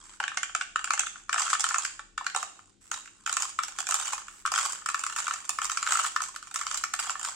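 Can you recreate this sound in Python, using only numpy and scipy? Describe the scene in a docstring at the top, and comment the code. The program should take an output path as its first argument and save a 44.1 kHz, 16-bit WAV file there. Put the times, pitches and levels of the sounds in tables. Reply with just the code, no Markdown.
"""Close on a plastic filter canister standing in a bucket, in a small hard room; stereo microphone.
Over a faint hum a net rustles, and wet ceramic balls jostle as a thumb pushes them out. From 0.2 s they
drop in clumps: each ticks and chatters on the pile and knocks the hollow canister, and from about 1 s
the odd one pings like glass. The pour thins between 2 and 3 s, then runs on busily past 7 s.
Near surfaces and the room answer every contact."""
import sys
import numpy as np
from scipy import signal
from scipy.fft import rfft, irfft
from scipy.io import wavfile
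from scipy.ndimage import uniform_filter1d

SR = 44100
rng = np.random.default_rng(int(sys.argv[2]) if len(sys.argv) > 2 else 0)


def transcribe(signal):
    """Save signal, clipped to [-1, 1], as a 16-bit WAV file at the path in sys.argv[1]."""
    frames = np.atleast_2d(signal).T
    limited = np.clip(frames, -1, 1)
    pcm = np.round(limited * 32767).astype(np.int16)
    wavfile.write(sys.argv[1], SR, pcm)


N = 324135

# spectrum of rubbing, for both the net and the jostling balls: (frequency [Hz], relative level [dB])
RUB_SPECTRUM = [(300, -30), (700, -13), (1300, -2.5), (1900, -5), (3000, -10), (4200, -11.5), (6000, -4.5),
                (7200, -4), (7900, 5.5), (8700, -5.5), (10000, -12.5), (16000, -16.5)]


def amp(db):
    """Decibels to gain."""
    return 10 ** (np.asarray(db) / 20)


def unit(x):
    """Scales to rms 1."""
    return x / np.sqrt(np.mean(x ** 2) + 1e-20)


def strike(x, db, size=220):
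    """Sets the rms level of the first five milliseconds of a blow."""
    return amp(db) * x / np.sqrt(np.mean(x[:, :size] ** 2) + 1e-20)


def read(points, hz):
    """Reads a table on a log-frequency axis."""
    f, value = np.transpose(points)
    return np.interp(np.log(hz + 1), np.log(f + 1), value)


def add(mix, start_s, sound):
    """Mixes a stereo sound in at its start time."""
    part = mix[:, max(0, round(start_s * SR)):][:, :sound.shape[1]]
    part += sound[:, :part.shape[1]]


def highpass(x, hz, order):
    """Butterworth low cut."""
    return signal.sosfilt(signal.butter(order, hz, "high", fs=SR, output="sos"), x)


def colour(x, points, share=1, size=2048):
    """Causal stereo filter whose gain follows a dB table."""
    log_gain = np.log(amp(share * read(points, abs(np.fft.fftfreq(size, 1 / SR)))))
    taps = np.fft.ifft(np.exp(np.conj(signal.hilbert(log_gain)))).real[:size // 2]
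    return signal.oaconvolve(x, taps[None], axes=-1)[:, :x.shape[-1]]


def stereo_noise(same, size):
    """Left and right white noise, alike by the share same."""
    noise = rng.standard_normal((3, size))
    return np.sqrt(same) * noise[0] + np.sqrt(1 - same) * noise[1:]


def room_tone(air_db=-69, swell_db=2.5, waver_rad=0.29):
    """Air of the room, a slowly swelling rumble and a wavering hum."""
    # still air: (frequency [Hz], relative level [dB])
    air_spectrum = [(20, -7.5), (35, 11.5), (55, -8), (95, 2.5), (125, -5.5), (350, -3), (520, -13),
                    (900, -34), (3000, -16), (8000, -20.5), (16000, -44.5)]
    # hum lines: (frequency [Hz], rms level [dB])
    hum_lines = [(199, -82), (292, -83.5), (341, -83)]
    t, hz = np.arange(N) / SR, np.fft.rfftfreq(N, 1 / SR)
    air = unit(irfft(rfft(stereo_noise(0.6, N)) * amp(read(air_spectrum, hz)), N))
    rumble = irfft(rfft(air) * (hz < 50), N)
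    swell = unit(sum(np.sin(2 * np.pi * (rate * t + rng.random())) for rate in np.geomspace(.2, 2, 8)))
    hum = np.zeros(N)
    for line_hz, db in hum_lines:
        waver = waver_rad * unit(uniform_filter1d(rng.standard_normal(N), 6000))
        hum += amp(db) * np.sqrt(2) * np.sin(2 * np.pi * line_hz * t + waver)
    return amp(air_db) * (air + rumble * (amp(swell_db * swell) - 1)) + hum


def net_rustle(scratchy_db=4, fizz_db=-5):
    """The mesh rubs in small catches, with a fine fizz from its threads."""
    # the net against hand and rim: (start [s], end [s], level [dB])
    rustles = [(0, 0.201, -54.5), (2.797, 2.923, -56), (4.278, 4.448, -53)]
    out = np.zeros((2, N))
    for start, end, db in rustles:
        size = round((end - start) * SR)
        catches = amp(scratchy_db * unit(uniform_filter1d(rng.standard_normal(size), 130)))
        fizz = highpass(stereo_noise(.2, size), 10000, order=4)
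        rub = unit(colour(stereo_noise(0.18, size), RUB_SPECTRUM)) + amp(fizz_db) * unit(fizz)
        add(out, start, amp(db) * unit(rub * catches) * signal.windows.tukey(size, .5))
    return out


def slide_strength(rise_s=0.0036, sag_db_per_s=-11, settle_db_per_s=-220):
    """Each slide gathers quickly, loses force as it runs, then comes to rest; slides add in power."""
    # thumb pushes that set a clump sliding: (start [s], length [s], level [dB])
    slides = [(0.0, 0.24, -53), (0.778, 0.099, -41.5), (0.979, 0.031, -40), (1.14, 0.16, -52),
              (1.375, 0.14, -32.5), (1.631, 0.23, -34), (2.358, 0.031, -35.5), (2.482, 0.21, -58.5),
              (2.924, 0.054, -42), (3.092, .18, -60.5), (3.282, 0.035, -41), (3.391, 0.065, -34),
              (3.622, 0.19, -46.5), (3.782, 0.023, -36), (3.891, 0.25, -32.5), (4.23, .12, -54),
              (4.547, 0.079, -27), (4.642, 0.093, -34.5), (4.78, 0.073, -48), (4.883, 0.67, -42.5),
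              (5.16, 0.049, -32.5), (5.282, 0.26, -46), (5.62, 0.24, -36), (5.882, 0.17, -27.5),
              (6.194, .16, -42), (6.42, 0.1, -52.5), (6.538, 0.27, -37.5), (6.987, 0.11, -34.5),
              (7.227, 0.064, -33.5)]
    power = np.zeros(N)
    for start, length, db in slides:
        t = np.maximum(np.arange(N) / SR - start, 0)
        fade_db = sag_db_per_s * t + settle_db_per_s * np.maximum(t - length, 0)
        power += (np.minimum(t / rise_s, 1) * amp(db + fade_db)) ** 2
    return np.sqrt(power)


def jostle(level_db=-2, usual_contacts_per_s=180, usual_slide_db=-37, crowding=.55, kinds=32):
    """Sliding balls clink and knock: crowded contacts in a strong slide, single ticks in a weak one."""
    strength = slide_strength()
    rate = usual_contacts_per_s * np.maximum(strength / amp(usual_slide_db), .45) ** crowding
    contacts = rng.random(N) < rate / SR
    impulses = amp(1.5 * np.minimum(rng.exponential(1, N), 3)) * contacts / np.sqrt(rate)
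    kind, out = rng.integers(0, kinds, N), np.zeros((2, N))
    for k, bright_db in enumerate(np.linspace(-5, 5, kinds)):  # from mostly knock to mostly clink
        grain = strike(contact(RUB_SPECTRUM, rise_s=0.000048, fall_s=0.002, same=0.33, patchy_db=6), 0)
        grain += strike(clink(), bright_db - 1)
        grain += strike(knock(1300 * rng.uniform(0.802, 1.195)), -4 - bright_db)
        out += signal.oaconvolve((impulses * (kind == k))[None], grain, axes=1)[:, :N]
    return unit(out) * amp(level_db) * strength


def contact(spectrum, rise_s, fall_s, same, patchy_db, size=2048):
    """A hard contact with its own uneven colour, followed by its scatter between the canister walls."""
    t = np.arange(size) / SR
    scatter = amp(-22) * np.exp(-t / .009)
    envelope = (1 - np.exp(-(t / rise_s) ** 2)) * (np.exp(-t / fall_s) + scatter)
    hz = np.geomspace(100, SR / 2, 40)
    own_db = read(spectrum, hz) + patchy_db * rng.standard_normal(len(hz))
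    return colour(stereo_noise(same, size) * envelope, np.transpose([hz, own_db]), size=1024)


def clink(decay_cycles=20, rise_s=0.00024):
    """Two wet balls meet: a few glassy partials, different for each ball; the lower ones ring longest."""
    # ceramic partials: (frequency [Hz], spread [share of frequency], relative level [dB])
    ball_modes = [(3200, 0.152, -6), (4890, 0.0764, -7), (6740, 0.063, -0.5), (7260, 0.05, 5),
                  (7800, 0.0554, 7.5)]
    t = np.arange(2048) / SR
    hz, spread, db = np.transpose(ball_modes)[:, :, None]
    own_hz = hz * np.exp(spread * rng.standard_normal(hz.shape))
    decay = amp(db) * np.exp(-own_hz * t / decay_cycles)
    partials = decay * np.sin(2 * np.pi * (own_hz * t + rng.random(hz.shape)))
    return stereo_noise(0.46, len(ball_modes)) @ partials * (1 - np.exp(-(t / rise_s) ** 2))


def knock(hz, rise_s=0.0021, fall_s=0.0029, chirp=0.99, settle_s=0.00021, ring_db=-20):
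    """A few cycles of the hollow canister swell, sag in pitch, stop short and leave a weak ring."""
    t = np.arange(2048) / SR
    turns = hz * (t + chirp * settle_s * (1 - np.exp(-t / settle_s))) + rng.random()
    pulse = np.exp(-(t / fall_s) ** 2) * np.sin(2 * np.pi * turns)
    near_hz = hz * np.exp(0.1373 * rng.standard_normal((4, 1)))
    phase = rng.random((4, 1)) + 0.31 * rng.standard_normal((2, 4, 1))
    ring = np.sin(2 * np.pi * (near_hz * t + phase)).sum(1) / 2 * np.exp(-t / .008)
    return (1 - np.exp(-(t / rise_s) ** 2)) * (pulse + amp(ring_db) * ring)


def falling_balls(wall_db=-3, floor_echo_s=0.004236, floor_echo_db=-15):
    """Each ball lands and chatters; its knock returns from the canister floor and the wall rings."""
    # one row a ball: (time [s], knock level [dB], knock pitch [Hz], tick level [dB], gulp level [dB]);
    # each part of the sound is set relative to these levels
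    falls = [(0.2009, -26, 1490, -38.5, -31), (0.228, -37, 1510, -45, -55),
             (0.238, -25.5, 1530, -35.5, -44), (0.279, -29, 1633, -36.5, -57), (0.317, -36, 1310, -52, -64),
             (0.344, -42, 1230, -46, -64), (0.372, -27.5, 1466, -25, -39.5), (0.431, -28.5, 1480, -27, -58),
             (0.494, -40, 1410, -50, -56), (0.5494, -22.5, 1356, -26, -41.5),
             (0.6104, -25, 1480, -35.5, -52), (0.62, -36, 1590, -39.5, -54),
             (0.7581, -19.5, 1347, -32, -61), (0.792, -36, 1380, -42, -49),
             (0.8426, -29.5, 1370, -27.5, -51), (0.874, -32, 1460, -53, -54),
             (0.9057, -20.5, 1350, -27, -45), (0.9352, -29, 1420, -22.5, -36.5),
             (0.976, -31.5, 1390, -35, -48), (0.9939, -34, 1390, -18, -40.5), (1.006, -30, 1590, -50, -62),
             (1.033, -32, 1365, -50, -63), (1.0678, -32, 1360, -32, -68), (1.157, -41, 1430, -62, -63),
             (1.199, -58, 1640, -58, -66), (1.2932, -26.5, 1310, -35.5, -52),
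             (1.3282, -26.5, 1540, -25, -52), (1.3423, -25, 1310, -29, -41), (1.36, -26.5, 1340, -42, -39),
             (1.3797, -25, 1340, -29, -49), (1.396, -32, 1400, -24.5, -46), (1.4042, -29, 1180, -29, -40),
             (1.419, -30.5, 1310, -24, -41), (1.464, -33, 1360, -38, -55), (1.478, -29, 1310, -46, -55),
             (1.5015, -33, 1520, -25.5, -51), (1.53, -19.5, 1284, -27, -42.5), (1.536, -34, 1480, -24, -48),
             (1.5508, -25.5, 1310, -34, -62), (1.5956, -37, 1240, -26, -42.5),
             (1.6059, -43, 1500, -20.5, -49), (1.641, -22.5, 1340, -24, -44),
             (1.6648, -29.5, 1340, -38, -57), (1.6887, -41, 1450, -25, -54), (1.708, -26, 1340, -51, -41),
             (1.743, -22, 1310, -27.5, -46), (1.759, -27.5, 1360, -50, -45), (1.783, -32, 1180, -22, -44),
             (1.8496, -29, 1510, -26.5, -79), (1.993, -36, 1370, -44, -49.5),
             (2.178, -26.5, 1313, -34, -48), (2.2095, -33.5, 1076, -73, -43), (2.244, -46, 1390, -43, -56),
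             (2.265, -24.5, 1474, -31.5, -49), (2.299, -42, 1570, -42, -66),
             (2.347, -28.5, 1380, -33, -31.5), (2.3618, -30, 1240, -26, -33.5),
             (2.374, -37, 1180, -41, -44), (2.4278, -29, 1256, -31, -41), (2.517, -52, 1260, -69, -67),
             (2.591, -47, 1280, -55.5, -64), (2.9147, -30, 1380, -28, -45), (2.94, -39.5, 1350, -32, -51),
             (3.057, -49, 1520, -46.5, -75), (3.075, -48, 1450, -49, -77), (3.262, -29, 1426, -30, -62),
             (3.2746, -29, 1330, -36, -45), (3.2944, -28, 1380, -31, -43), (3.3265, -33, 1340, -23, -49),
             (3.368, -24.5, 1284, -23.5, -47), (3.402, -56, 1310, -31, -50), (3.4218, -37, 1430, -24, -45),
             (3.43, -41, 1390, -33.5, -44), (3.5885, -20, 1284, -33.5, -53), (3.6338, -34, 1370, -27, -50),
             (3.682, -45, 1500, -33.5, -49), (3.7865, -32.5, 1370, -28.5, -44),
             (3.8032, -39, 1430, -27, -45.5), (3.8684, -37.5, 1520, -29, -50),
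             (3.8888, -34, 1280, -25.5, -41), (3.9092, -33, 1400, -23.5, -46),
             (3.9215, -26, 1310, -32, -47), (3.942, -27.5, 1260, -20, -40.5),
             (3.9986, -35.5, 1190, -29.5, -43), (4.024, -38, 1300, -46, -48), (4.056, -52, 1200, -32, -53),
             (4.08, -38, 1155, -31, -52), (4.132, -30, 1094, -26.5, -36), (4.179, -36.5, 1180, -37, -57),
             (4.217, -44.5, 1250, -53, -68), (4.282, -39.5, 1350, -43, -71), (4.452, -23, 1280, -45, -69),
             (4.4607, -26, 1290, -28, -62), (4.475, -29, 1320, -36, -58), (4.518, -27, 1175, -26, -39),
             (4.5381, -26, 1350, -27.5, -45), (4.559, -26, 1430, -27, -43), (4.5775, -23.5, 1340, -28, -63),
             (4.5859, -25.5, 1340, -27, -59), (4.594, -40, 1310, -31, -48), (4.652, -31.5, 1170, -28, -44),
             (4.659, -33, 1280, -26, -40), (4.722, -56, 1460, -29, -62), (4.82, -43, 1290, -75, -62),
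             (4.8599, -27, 1310, -30, -69), (4.8875, -24.5, 1280, -27.5, -50), (4.9, -34, 1200, -35, -58),
             (4.944, -23.5, 1310, -30, -64), (4.993, -44, 1300, -29, -53), (5.037, -27.5, 1340, -30, -62),
             (5.0646, -28.5, 1284, -28, -70), (5.098, -33.5, 1260, -36, -67),
             (5.124, -38, 1390, -37.5, -62), (5.1623, -29, 1310, -29.5, -58), (5.186, -29, 1310, -31, -64),
             (5.201, -40, 1350, -33, -57), (5.2679, -28, 1364, -34, -66), (5.2798, -25, 1257, -31, -67),
             (5.309, -24.5, 1295, -34.5, -55), (5.337, -33.5, 1200, -29.5, -51),
             (5.358, -38, 1270, -47, -62), (5.451, -50, 1320, -39, -86), (5.4927, -32, 1180, -21.5, -44.5),
             (5.5864, -26, 1253, -35.5, -65), (5.617, -27, 1290, -29, -45.5),
             (5.6444, -32, 1240, -27.5, -56), (5.653, -35.5, 1170, -28, -53),
             (5.697, -28.5, 1340, -31, -64), (5.7166, -31.5, 1274, -27.5, -51),
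             (5.772, -24, 1340, -27.5, -64), (5.8273, -26.5, 1310, -28, -64), (5.8652, -27, 1340, -34, -54),
             (5.8731, -24.5, 1370, -29.5, -59), (5.921, -23, 1400, -21.5, -40),
             (5.932, -49, 1340, -27, -65), (5.9537, -21, 1355, -47, -59), (5.9711, -33, 1360, -27.5, -48),
             (5.99, -27.5, 1310, -40, -53), (5.995, -23, 1310, -33, -46), (6.0443, -30, 1310, -36, -43),
             (6.0484, -27, 1310, -41, -49), (6.0623, -43, 1580, -28.5, -53), (6.162, -21, 1310, -31.5, -59),
             (6.2041, -27.5, 1260, -45, -54), (6.2191, -35, 1220, -26.5, -48),
             (6.237, -35.5, 1310, -32, -65), (6.3609, -36, 1340, -35, -78), (6.426, -41, 1310, -44.5, -73),
             (6.471, -50, 1380, -45, -64), (6.512, -43, 1370, -41.5, -53), (6.542, -40.5, 1440, -30.5, -61),
             (6.5588, -30, 1300, -25.5, -60), (6.591, -43, 1310, -36, -58),
             (6.6122, -28.5, 1273, -31.5, -64), (6.6665, -30, 1266, -30, -55),
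             (6.712, -31.5, 1310, -30.5, -54), (6.7437, -36, 1310, -26, -48.5),
             (6.774, -44, 1390, -26.5, -70), (6.8377, -23.5, 1310, -25.5, -47),
             (6.9375, -26.5, 1340, -25, -44), (6.9911, -31.5, 1440, -30, -45),
             (6.998, -33.5, 1300, -26, -45), (7.045, -39, 1260, -54, -56), (7.068, -36.5, 1340, -39, -44),
             (7.095, -26, 1340, -32, -44), (7.104, -39, 1100, -28, -50), (7.154, -32, 1210, -58, -48),
             (7.1947, -40, 1146, -34, -52), (7.213, -41, 1400, -37, -52), (7.248, -32, 1330, -28, -46),
             (7.286, -33.5, 1114, -32, -45)]
    # modes of the canister wall: (frequency [Hz], relative level [dB], t60 [s])
    wall_modes = [(1137, -3.5, 0.078), (1310, -32, 0.069), (1762, 2, 0.037), (2310, -15, 0.095),
                  (2867, -9.5, 0.036)]
    out, t = np.zeros((2, N)), np.arange(6000) / SR
    mode_hz, mode_db, t60 = np.transpose(wall_modes)[:, :, None]
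    modes = amp(mode_db - 60 * t / t60) * np.sin(2 * np.pi * mode_hz * t) * (1 - np.exp(-t / 0.00044))
    for time, knock_db, hz, tick_db, gulp_db in falls:
        add(out, time, landing(knock_db, hz, tick_db, gulp_db))
        add(out, time + floor_echo_s, strike(knock(hz), knock_db + floor_echo_db))
        for delay, db in chatter():
            add(out, time + delay, ceramic_touch(tick_db + db))
        wall = rng.uniform(-1.29, 1, len(wall_modes)) @ modes  # the spot that is hit weights the modes
        add(out, time, amp(knock_db + wall_db) * np.tile(wall, (2, 1)))
    return out


def landing(knock_db, hz, tick_db, gulp_db, knock_share=0.63, clack_db_per_octave=22.5):
    """One ball hits the pile: the hollow knocks, the plastic clacks and thuds, the ceramic ticks."""
    # clack of the plastic: (frequency [Hz], relative level [dB])
    clack_spectrum = [(200, -36.5), (600, -33), (1100, -21.5), (1800, -3), (2500, -0.5), (3200, -3.5),
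                      (4200, -10.5), (5500, -9.5), (9000, -41)]
    # dull thud of the canister body: (frequency [Hz], relative level [dB])
    thud_spectrum = [(250, -29), (430, -15.5), (600, -6), (1600, -21)]
    clack = contact(clack_spectrum, rise_s=0.0006, fall_s=0.004, same=0.31, patchy_db=4)
    thud = contact(thud_spectrum, rise_s=.0025, fall_s=.004, same=.8, patchy_db=1)
    force_db = knock_share * knock_db + (1 - knock_share) * tick_db
    clack_db = force_db - 6 + clack_db_per_octave * np.log2(hz / 1340)  # harder on a higher knock
    hollow = strike(knock(hz), knock_db - 0.5) + strike(gulp(), gulp_db - 1.5)
    plastic = strike(clack, clack_db) + strike(thud, gulp_db - 7.5)
    return hollow + plastic + ceramic_touch(tick_db) + snap(tick_db - 11)


def gulp(low_hz=720, sag_hz=500, settle_s=0.0034, rise_s=0.0025, fall_s=0.0054):
    """The lowest waves travel slowest in the column, so a deep knock sinks towards its lowest pitch."""
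    t = np.arange(2048) / SR
    turns = low_hz * rng.uniform(0.897, 1.097) * t + sag_hz * settle_s * (1 - np.exp(-t / settle_s))
    envelope = (1 - np.exp(-(t / rise_s) ** 2)) * np.exp(-t / fall_s)
    return np.tile(envelope * np.sin(2 * np.pi * turns), (2, 1))


def ceramic_touch(db):
    """Ceramic on ceramic: some touches are a dry tick, others more of a glassy clink."""
    # dry tick: (frequency [Hz], relative level [dB])
    tick_spectrum = [(1500, -24.5), (3500, -24), (4800, -7), (6200, -1.5), (7200, 1.5), (7900, 13),
                     (8700, -15.5), (10000, -8.5), (16000, -26.5)]
    tick = contact(tick_spectrum, rise_s=0.0002, fall_s=0.003, same=0.16, patchy_db=4.5)
    glassy_db = 3 * rng.uniform(-0.97, 1)
    return strike(tick, db - 3 - glassy_db / 2) + strike(clink(), db - 5 + glassy_db)


def snap(db, spread_db=4, fall_s=.0014, size=2048):
    """The instant of contact: a tiny bright crack, louder for some balls than for others."""
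    crack = stereo_noise(.3, size) * np.exp(-np.arange(size) / SR / fall_s)
    own_db = db + spread_db * np.clip(rng.standard_normal(), -1, 1)
    return strike(highpass(crack, 10000, order=4), own_db)


def chatter(graze_s=0.0022, graze_db=-12, flight_s=0.008, rebound_db=-11, loss_db=-3, bounces=3):
    """A ball grazes a neighbour, lands and rebounds unevenly: (delay [s], relative level [dB])."""
    delays = np.cumsum(flight_s * 2 ** rng.uniform(-2, 1, bounces))
    levels = rebound_db + loss_db * (np.arange(bounces) + rng.uniform(-0.48, 1, bounces))
    return [(-graze_s * rng.random(), graze_db), *zip(delays, levels)]


def glassy_pings(gain_db=2, split=0.042, partials=4):
    """A loose ball pings; it is not quite round, so its partial splits into a rough cluster."""
    # balls that ring out: (time [s], pitch [Hz], relative level [dB])
    pings = [(0.992, 3200, -35), (1.064, 3510, -41), (1.847, 5190, -41), (3.422, 4770, -39),
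             (3.43, 5300, -56), (4.559, 5000, -39), (4.661, 4660, -39)]
    out, t = np.zeros((2, N)), np.arange(3000) / SR
    envelope = (1 - np.exp(-t / .0006)) * np.exp(-t / .007)
    for time, hz, db in pings:
        own_hz = hz * (1 + split * rng.uniform(-0.73, 1, (partials, 1)))
        weights = stereo_noise(0.8, partials)
        cluster = weights @ np.sin(2 * np.pi * (own_hz * t + rng.random((partials, 1))))
        add(out, time, strike(envelope * cluster, db + gain_db))
    return out


def open_top_octave(x, from_hz=10000, start_db=-6, end_db=4, full_s=3.8):
    """The top octave starts dull, opens up by about 4 s, then holds."""
    hz = np.fft.rfftfreq(N, 1 / SR)
    top = irfft(rfft(x) * (1 - 1 / (1 + (hz / from_hz) ** 20)), N)
    top_db = np.interp(np.arange(N) / SR, [0, full_s], [start_db, end_db])
    return x + top * (amp(top_db) - 1)


def near_echoes(x):
    """Small hard surfaces close by throw the treble back to the opposite side."""
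    # first reflections: (delay [s], gain [dB])
    reflections = [(0.011, -12), (0.0137, -16.5)]
    out, treble = np.zeros((2, N)), highpass(x, 3000, order=2)
    for delay, db in reflections:
        add(out, delay, amp(db) * treble[::-1])
    return out


def room_reverb(x, build_s=0.0011, gap_s=0.001, slot_samples=12):
    """Sparse reflections of the small room build up and die away, each band at its own speed."""
    # decay of the room: (frequency [Hz], t60 [s])
    decay_times = [(400, 1.01), (1100, 0.3), (2800, 0.48), (7400, 0.53), (14000, 0.45)]
    # strength of the tail: (frequency [Hz], gain [dB])
    tail_gain = [(750, -7), (1300, -7), (2800, -4), (7400, -6.5), (14000, -10.5)]
    slots = np.arange(0, SR - slot_samples, slot_samples)
    arrivals = slots + rng.integers(0, slot_samples, (2, len(slots)))
    taps = np.zeros((2, SR))
    np.put_along_axis(taps, arrivals, rng.choice([-1., 1.], arrivals.shape), 1)
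    taps *= 1 - np.exp(-np.maximum(np.arange(SR) / SR - gap_s, 0) / build_s)
    hz, t, bands = signal.stft(taps, SR, nperseg=256)
    tail = signal.istft(bands * amp(-60 * t / read(decay_times, hz)[:, None]), SR)[1]
    tail = colour(tail / np.linalg.norm(tail[0]), tail_gain)
    return signal.oaconvolve(x, tail, axes=1)[:, :N]


def scene():
    """The pour up close, the room answering it and the room tone behind."""
    pour = falling_balls() + jostle() + glassy_pings() + net_rustle()
    direct = open_top_octave(pour)
    direct = highpass(direct, 400, order=2)  # the small canister radiates no bass
    return direct + near_echoes(direct) + room_reverb(direct) + room_tone()


def record(dry):
    """A stereo microphone with two ports of unlike colour, a dull top octave and a band limit."""
    # left port minus right port: (frequency [Hz], gain [dB])
    port_balance = [(60, 5), (380, 7), (700, 2), (1300, 2), (2400, -3), (4000, 0), (5600, -2), (7000, -7),
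                    (8200, -1.5), (15000, 0.5)]
    # response common to both ports: (frequency [Hz], gain [dB])
    mic_response = [(100, 2.5), (8600, -1), (9200, -0.5), (9900, -10), (12000, -14), (16000, -19.5)]
    left = colour(dry[:1], port_balance, share=.5)
    right = colour(dry[1:], port_balance, share=-.5)
    picked_up = colour(np.vstack([left, right]), mic_response)
    band_limit = signal.firwin(511, 16400, window=("kaiser", 9), fs=SR)
    return signal.oaconvolve(picked_up, band_limit[None], "same", axes=1)


dry = scene()
out = record(dry)
transcribe(out)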